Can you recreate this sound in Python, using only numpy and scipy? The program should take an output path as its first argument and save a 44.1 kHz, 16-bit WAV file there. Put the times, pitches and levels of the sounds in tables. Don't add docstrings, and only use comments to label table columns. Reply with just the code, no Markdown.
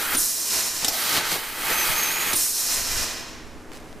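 import sys
import numpy as np
from scipy import signal
from scipy.fft import rfft, irfft, next_fast_len
from scipy.io import wavfile
from scipy.ndimage import map_coordinates

SR = 44100
rng = np.random.default_rng(int(sys.argv[2]) if len(sys.argv) > 2 else 0)


def output_pcm(signal):
    pcm = np.clip(np.atleast_2d(signal).T, -1, 1) * 32767
    wavfile.write(sys.argv[1], SR, np.round(pcm).astype(np.int16))


N = 176400


def suction():
    # time_s, rush_db, hiss_db, treble_db
    first_grip = [(0.0, -31.5, -35, -30.5), (0.074, -31.5, -37, -30), (0.14, -29, -36, -28)]
    second_grip = [(0.93, -36, -31, -31), (0.988, -33, -32, -29.5), (1.176, -26, -26.5, -27.5),
                   (1.224, -28.5, -34, -37), (1.328, -31, -30.5, -28.5), (1.41, -34.5, -39.5, -36),
                   (1.534, -37, -43, -38), (1.708, -26.5, -33.5, -28), (1.904, -28, -32.5, -27),
                   (2.148, -30.5, -35.5, -31), (2.32, -28.5, -34.5, -28.5)]
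    # start_s, end_s
    grips = [(-0.1, 0.156), (0.93, 2.34)]
    # freq_hz, density_db
    spectrum = [(70, -16.5), (200, -12), (400, -5), (700, -7.5), (1050, -1), (1700, -1), (2500, -3),
                (3000, -3.5), (3700, -4.5), (4300, -3), (5200, -6.5), (9000, -8.5), (13500, -6.5),
                (15000, -10.5)]
    # freq_hz, width_hz, peak_db
    cup_modes = [(1258, 13, -7.5), (1620, 76, -2), (1950, 32, 0)]
    # start_s, hold_s, centre_hz, width_hz, level_db
    leaks = [(-0.05, .19, 1490, 550, -33), (0.89, 0.055, 720, 340, -38), (1.68, 0.63, 2490, 240, -35.5)]
    air = close_reflections(noise(spectrum, cup_modes, grain_db=2.0))
    rush = airflow(air, [first_grip, second_grip], grips, flutter_db=0.48, flutter_hz=55)
    for start_s, hold_s, centre_hz, width_hz, level_db in leaks:
        hoot = filtered(rng.standard_normal(N), lambda hz: resonance(hz, centre_hz, width_hz))
        rush = rush + amp(level_db) * unit(hoot) * burst(start_s, 0.013, hold_s, 0.39)
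    return amp(-0.5) * rush


def blow_off():
    # time_s, rush_db, hiss_db, treble_db
    first_release = [(0.2, -40, -31.5, -22.5), (0.294, -45, -34, -28), (0.45, -44, -35.5, -32),
                     (0.566, -33, -29, -27.5), (0.734, -41, -36.5, -34.5), (0.83, -38, -35, -35)]
    second_release = [(2.38, -38, -33, -24), (2.528, -45.5, -34.5, -28.5), (2.76, -35.5, -31, -29.5),
                      (2.838, -38, -34, -34), (3.006, -33.5, -31.5, -32.5), (3.36, -48, -52, -62.5),
                      (3.444, -52, -57, -82), (3.68, -74, -72, -88)]
    # start_s, end_s
    releases = [(0.188, 0.93), (2.368, 3.7)]
    # freq_hz, density_db
    spectrum = [(100, -22), (300, -11), (1500, -7), (3300, -6.5), (4200, -0.5), (4750, -2.5), (5250, 4.5),
                (8500, -4), (11700, -8.5), (13400, -7.5), (15000, -15)]
    # freq_hz, width_hz, peak_db
    nozzle_modes = [(5180, 120, -2), (5940, 70, -1), (6600, 400, -4), (9300, 400, -4)]
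    air = close_reflections(noise(spectrum, nozzle_modes, grain_db=1.5))
    jet = airflow(air, [first_release, second_release], releases, flutter_db=0.54, flutter_hz=45)
    return amp(1.0) * jet


def airflow(air, tables, spans, flutter_db, flutter_hz, switch_s=0.025):
    # low_hz, high_hz, core_low_hz, core_high_hz
    bands = [(1, 3300, 900, 3000), (3300, 7800, 3800, 5700), (7800, 30000, 8000, 15000)]
    t = clock()
    band_gains = out = 0
    for (start_s, end_s), table in zip(spans, tables):
        opening = np.clip(np.minimum(t - start_s, end_s - t) / switch_s + .5, 0, 1)
        band_gains = band_gains + np.sqrt(opening) * amp(curves(table))
    for gain, (low_hz, high_hz, core_low_hz, core_high_hz) in zip(band_gains, bands):
        band = filtered(air, lambda hz: rolloff(hz, high_hz, 8) - rolloff(hz, low_hz, 8))
        core = filtered(air.mean(0), lambda hz: (hz > core_low_hz) & (hz < core_high_hz))
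        out = out + gain * band / core.std()
    return out * amp(flutter_db * wobble(flutter_hz))


def whistle(octave_db=-4, breath_db=-10, breath_hz=350):
    # time_s, pitch_hz, level_db
    contour = [(1.722, 6060, -43), (1.735, 6110, -32), (1.755, 6290, -37), (1.797, 6280, -32),
               (1.85, 5980, -35), (1.866, 6050, -50), (1.945, 6100, -42), (1.975, 6400, -30),
               (2.005, 6500, -28), (2.085, 6290, -35), (2.112, 6570, -34), (2.155, 6730, -37),
               (2.212, 6710, -31.5), (2.256, 6600, -41), (2.285, 6560, -34), (2.33, 6570, -39)]
    pitch_hz, level_db = curves(contour)
    start_s, end_s = contour[0][0], contour[-1][0]
    waver = 1 + 0.004 * wobble(90) + 0.0082 * wobble(900)
    phase = 2 * np.pi * np.cumsum(pitch_hz * waver) / SR
    gate = burst(start_s, .005, end_s - start_s, .02)
    breath = wobble(breath_hz) * np.sin(phase) + wobble(breath_hz) * np.cos(phase)
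    tone = np.sin(phase) + amp(octave_db) * np.sin(2 * phase) + amp(breath_db) * breath
    return np.sqrt(2) * gate * amp(level_db - 1 + 2.5 * wobble(110)) * tone


def valve_puffs(seep_db=-7.5, snap_db=-4.5):
    # start_s, level_db, thump_db
    puffs = [(0.1475, -22.5, -32), (2.3305, -21.5, -31)]
    # freq_hz, density_db
    puff_spectrum = [(200, -17), (1000, -17), (3000, -6), (7000, 7.5), (10000, 8), (15000, 2)]
    snap_spectrum = [(300, -0.5), (800, -6.5), (3800, 4.5), (6000, -4), (10000, -18)]
    thump_spectrum = [(60, -15), (200, -14), (310, 3), (450, -18.5), (900, -13), (3000, -50)]
    puff = noise(puff_spectrum, grain_db=2.5)
    snap = noise(snap_spectrum, grain_db=-0.5)
    thump = noise(thump_spectrum)
    seep = puff + amp(-2.5) * snap
    out = 0
    for start_s, level_db, thump_db in puffs:
        out += amp(level_db) * puff * burst(start_s, .002, .006, .025)
        out += amp(level_db + seep_db) * seep * burst(start_s, 0.008, .032, .06)
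        out += amp(level_db + snap_db) * snap * burst(start_s, 0.00039, 0.0034, 0.011)
        out += amp(thump_db) * thump * burst(start_s, 0.0031, 0.0046, 0.21)
    return out


def valve_squeals(upper_ratio=1.5):
    # start_s, hold_s, pitch_hz, level_db, upper_partial_db
    squeals = [(0.169, .016, 9470, -21, -22), (2.35, .018, 9400, -23.5, -6)]
    out = 0
    for start_s, hold_s, pitch_hz, level_db, upper_partial_db in squeals:
        phase = 2 * np.pi * np.cumsum(pitch_hz * (1 + 0.024 * wobble(1100))) / SR
        tone = np.sin(phase) + amp(upper_partial_db) * np.sin(upper_ratio * phase)
        gain = np.sqrt(2) * amp(level_db + 1.7 * wobble(250))
        out += gain * burst(start_s, 0.0017, hold_s, 0.055) * tone
    return out


def clacks():
    # start_s, level_db, hold_s, t60_s, low_ring_hz, high_ring_hz, cutoff_hz
    contacts = [(0.8462, -19, .003, .085, 3900, 7500, 12200),
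                (0.8812, -17.5, 0.0055, 0.055, 5500, 13700, 15100)]
    # freq_hz, density_db
    spectrum = [(150, -3), (700, -3), (1800, -10), (3300, 2), (5500, 3), (11000, -2), (13800, 7.5),
                (15000, -17)]
    # freq_hz, level_db, t60_s
    crack_modes = [(3350, -13, .005), (7450, -11.5, .005), (8600, -16, .004), (11300, -18, .004)]
    knock_modes = [(280, -34, .1), (450, -33, .07), (790, -29, .045), (1250, -32, .03)]
    out = struck(contacts[0][0], crack_modes)
    for start_s, level_db, hold_s, t60_s, low_ring_hz, high_ring_hz, cutoff_hz in contacts:
        ring = noise(spectrum, [(low_ring_hz, 450, 9), (high_ring_hz, 900, 5)])
        ring = filtered(ring, lambda hz: rolloff(hz, cutoff_hz, 12))
        out = out + amp(level_db) * ring * burst(start_s, 0.00068, hold_s, t60_s)
        out = out + struck(start_s, knock_modes)
    return out


def struck(start_s, modes):
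    t = clock() - start_s
    out = 0
    for nominal_hz, level_db, t60_s in modes:
        pitch_hz = nominal_hz * (1 + .02 * rng.standard_normal())
        out += amp(level_db) * burst(start_s, .0004, .0006, t60_s) * np.sin(2 * np.pi * pitch_hz * t)
    return out


def bag():
    # start_s, thud_db, crinkle_db, hold_s
    moves = [(0.82, -36.5, -37, 0.019), (1.12, -32.5, -32, 0.02), (1.163, -33.5, -25, 0.021),
             (1.313, -29.5, -22.5, 0.0043), (1.346, -37, -28, 0.0098), (1.699, -34.5, -28.5, 0.024),
             (1.885, -40, -41, 0.033), (3.724, -46.5, -44.5, 0.049), (3.784, -57, -55, 0.14)]
    # freq_hz, density_db
    thud_spectrum = [(50, -6), (130, 8), (300, 7.5), (750, 8.5), (1200, 2.5), (4000, -19)]
    crinkle_spectrum = [(300, -7.5), (1200, 1.5), (2200, 2.5), (5500, -0.5), (9000, -5), (15000, -14)]
    thud = noise(thud_spectrum)
    crinkle = noise(crinkle_spectrum, grain_db=7.5)
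    out = 0
    for start_s, thud_db, crinkle_db, hold_s in moves:
        out += amp(thud_db) * thud * burst(start_s, 0.014, hold_s, 0.2)
        out += amp(crinkle_db) * crinkle * burst(start_s, 0.0036, hold_s, 0.085)
    return out


def cup_tap():
    # start_s, level_db
    touches = [(3.7175, -34)]
    # freq_hz, density_db
    spectrum = [(400, -8), (1500, 0), (2400, 1), (3200, -9), (7000, -13), (13000, -24)]
    tick = noise(spectrum)
    return sum(amp(db) * tick * burst(start_s, .0004, .0005, t60_s=0.019) for start_s, db in touches)


def close_reflections(x, echo_db=-7.5, t60_s=0.13, cutoff_hz=6000):
    t = np.arange(SR // 8) / SR
    tail = rng.standard_normal(len(t)) * amp(-60 * t / t60_s)
    echo = signal.fftconvolve(x, tail[None] / np.linalg.norm(tail), axes=1)[:, :N]
    return unit(x + amp(echo_db) * filtered(echo, lambda hz: (1 + hz / cutoff_hz) ** -.5))


def room(x):
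    # freq_hz, t60_s
    decay = [(200, 0.15), (2000, 0.082), (12000, 0.54)]
    hz, t, frames = signal.stft(rng.standard_normal((2, SR // 2)), SR, nperseg=256)
    _, tail = signal.istft(frames * amp(-60 * t / along(decay, hz)[:, None]), SR, nperseg=256)
    return signal.fftconvolve(x, tail / np.linalg.norm(tail[0]), axes=1)[:, :N]


def room_hum():
    # freq_hz, density_db
    spectrum = [(30, -21), (150, -3), (300, 2), (500, -1.5), (1000, -6.5), (2000, -10), (3500, -19.5),
                (7000, -22), (13000, -27.5), (14000, -50)]
    # pitch_hz, level_db
    partials = [(97, -57.5), (246, -51.5), (313, -55), (415, -56)]
    # time_s, gain_db
    swell = [(2.7, -5.5), (3.05, -1.5)]
    hum = 0
    for pitch_hz, level_db in partials:
        gain = np.sqrt(2) * amp(level_db + 0.68 * wobble(12))
        hum += gain * np.sin(2 * np.pi * pitch_hz * clock() + 0.71 * wobble(8))
    return amp(curves(swell)[0]) * (amp(-43.5) * noise(spectrum) + hum)


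def draught():
    # time_s, level_db
    gusts = [(0, -51), (0.2, -38), (0.3, -54), (0.47, -63), (0.55, -45), (0.88, -47), (0.95, -51),
             (1.07, -63), (1.15, -48), (1.5, -46.5), (1.84, -44), (1.91, -30.5), (2.02, -52), (2.35, -42.5),
             (2.48, -50), (2.67, -49), (2.76, -39.5), (2.98, -31.5), (3.12, -44)]
    # freq_hz, density_db
    spectrum = [(15, 11.5), (50, -2.5), (75, 1), (100, -9), (140, -8), (400, -47)]
    return amp(curves(gusts)[0]) * noise(spectrum)


def noise(spectrum, modes=(), grain_db=0):
    # freq_hz, left_right_coherence
    coherence = [(40, .4), (130, .93), (1000, .97), (2500, .78), (4600, .97), (7000, .9), (10000, .6),
                 (14000, .72)]

    def response(hz):
        spread_rad = np.arccos(np.clip(along(coherence, hz), 0, .995)) / 2
        power = 1 + sum(amp(db) ** 2 * resonance(hz, mode_hz, width) for mode_hz, width, db in modes)
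        return amp(along(spectrum, hz)) * np.sqrt(power) * [np.cos(spread_rad), np.sin(spread_rad)]
    grain = amp(grain_db * np.repeat(rng.standard_normal(N // 8 + 1), 8)[:N])
    mid, side = filtered(rng.standard_normal((2, N)) * grain, response)
    return unit(np.array([mid + side, mid - side]))


def burst(start_s, attack_s, hold_s, t60_s):
    t = clock() - start_s
    return np.clip(t / attack_s, 0, 1) * amp(-60 * np.maximum(t - hold_s, 0) / t60_s)


def wobble(rate_hz):
    return map_coordinates(rng.standard_normal(8192), [clock() * rate_hz + 4], mode="wrap")


def filtered(x, response):
    size = next_fast_len(N + 8192)
    return irfft(rfft(x, size) * response(np.fft.rfftfreq(size, 1 / SR)), size)[..., :N]


def resonance(hz, centre_hz, width_hz):
    return 1 / (1 + (2 * (hz - centre_hz) / width_hz) ** 2)


def rolloff(hz, cutoff_hz, order):
    return 1 / (1 + (hz / cutoff_hz) ** order)


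def along(points, hz):
    freq_hz, values = np.transpose(points)
    return np.interp(np.log(hz + 1), np.log(freq_hz + 1), values)


def curves(rows):
    time_s, *columns = np.transpose(rows)
    return [np.interp(clock(), time_s, column) for column in columns]


def clock():
    return np.arange(N) / SR


def amp(db):
    return 10 ** (np.asarray(db) / 20)


def unit(x):
    return x / np.sqrt(np.mean(x ** 2) + 1e-20)


def scene():
    events = whistle() + valve_puffs() + valve_squeals() + clacks() + cup_tap() + bag()
    return suction() + blow_off() + events + amp(-18) * room(events) + room_hum() + draught()


def record(dry):
    # freq_hz, left_minus_right_db
    balance = [(40, -3.5), (160, -0.7), (4000, -0.5), (9000, -1.8)]
    limit_hz = 15150
    sides = np.array([[.5], [-.5]])
    return filtered(dry, lambda hz: amp(along(balance, hz) * sides) * (hz < limit_hz))


dry = scene()
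out = record(dry)
output_pcm(out)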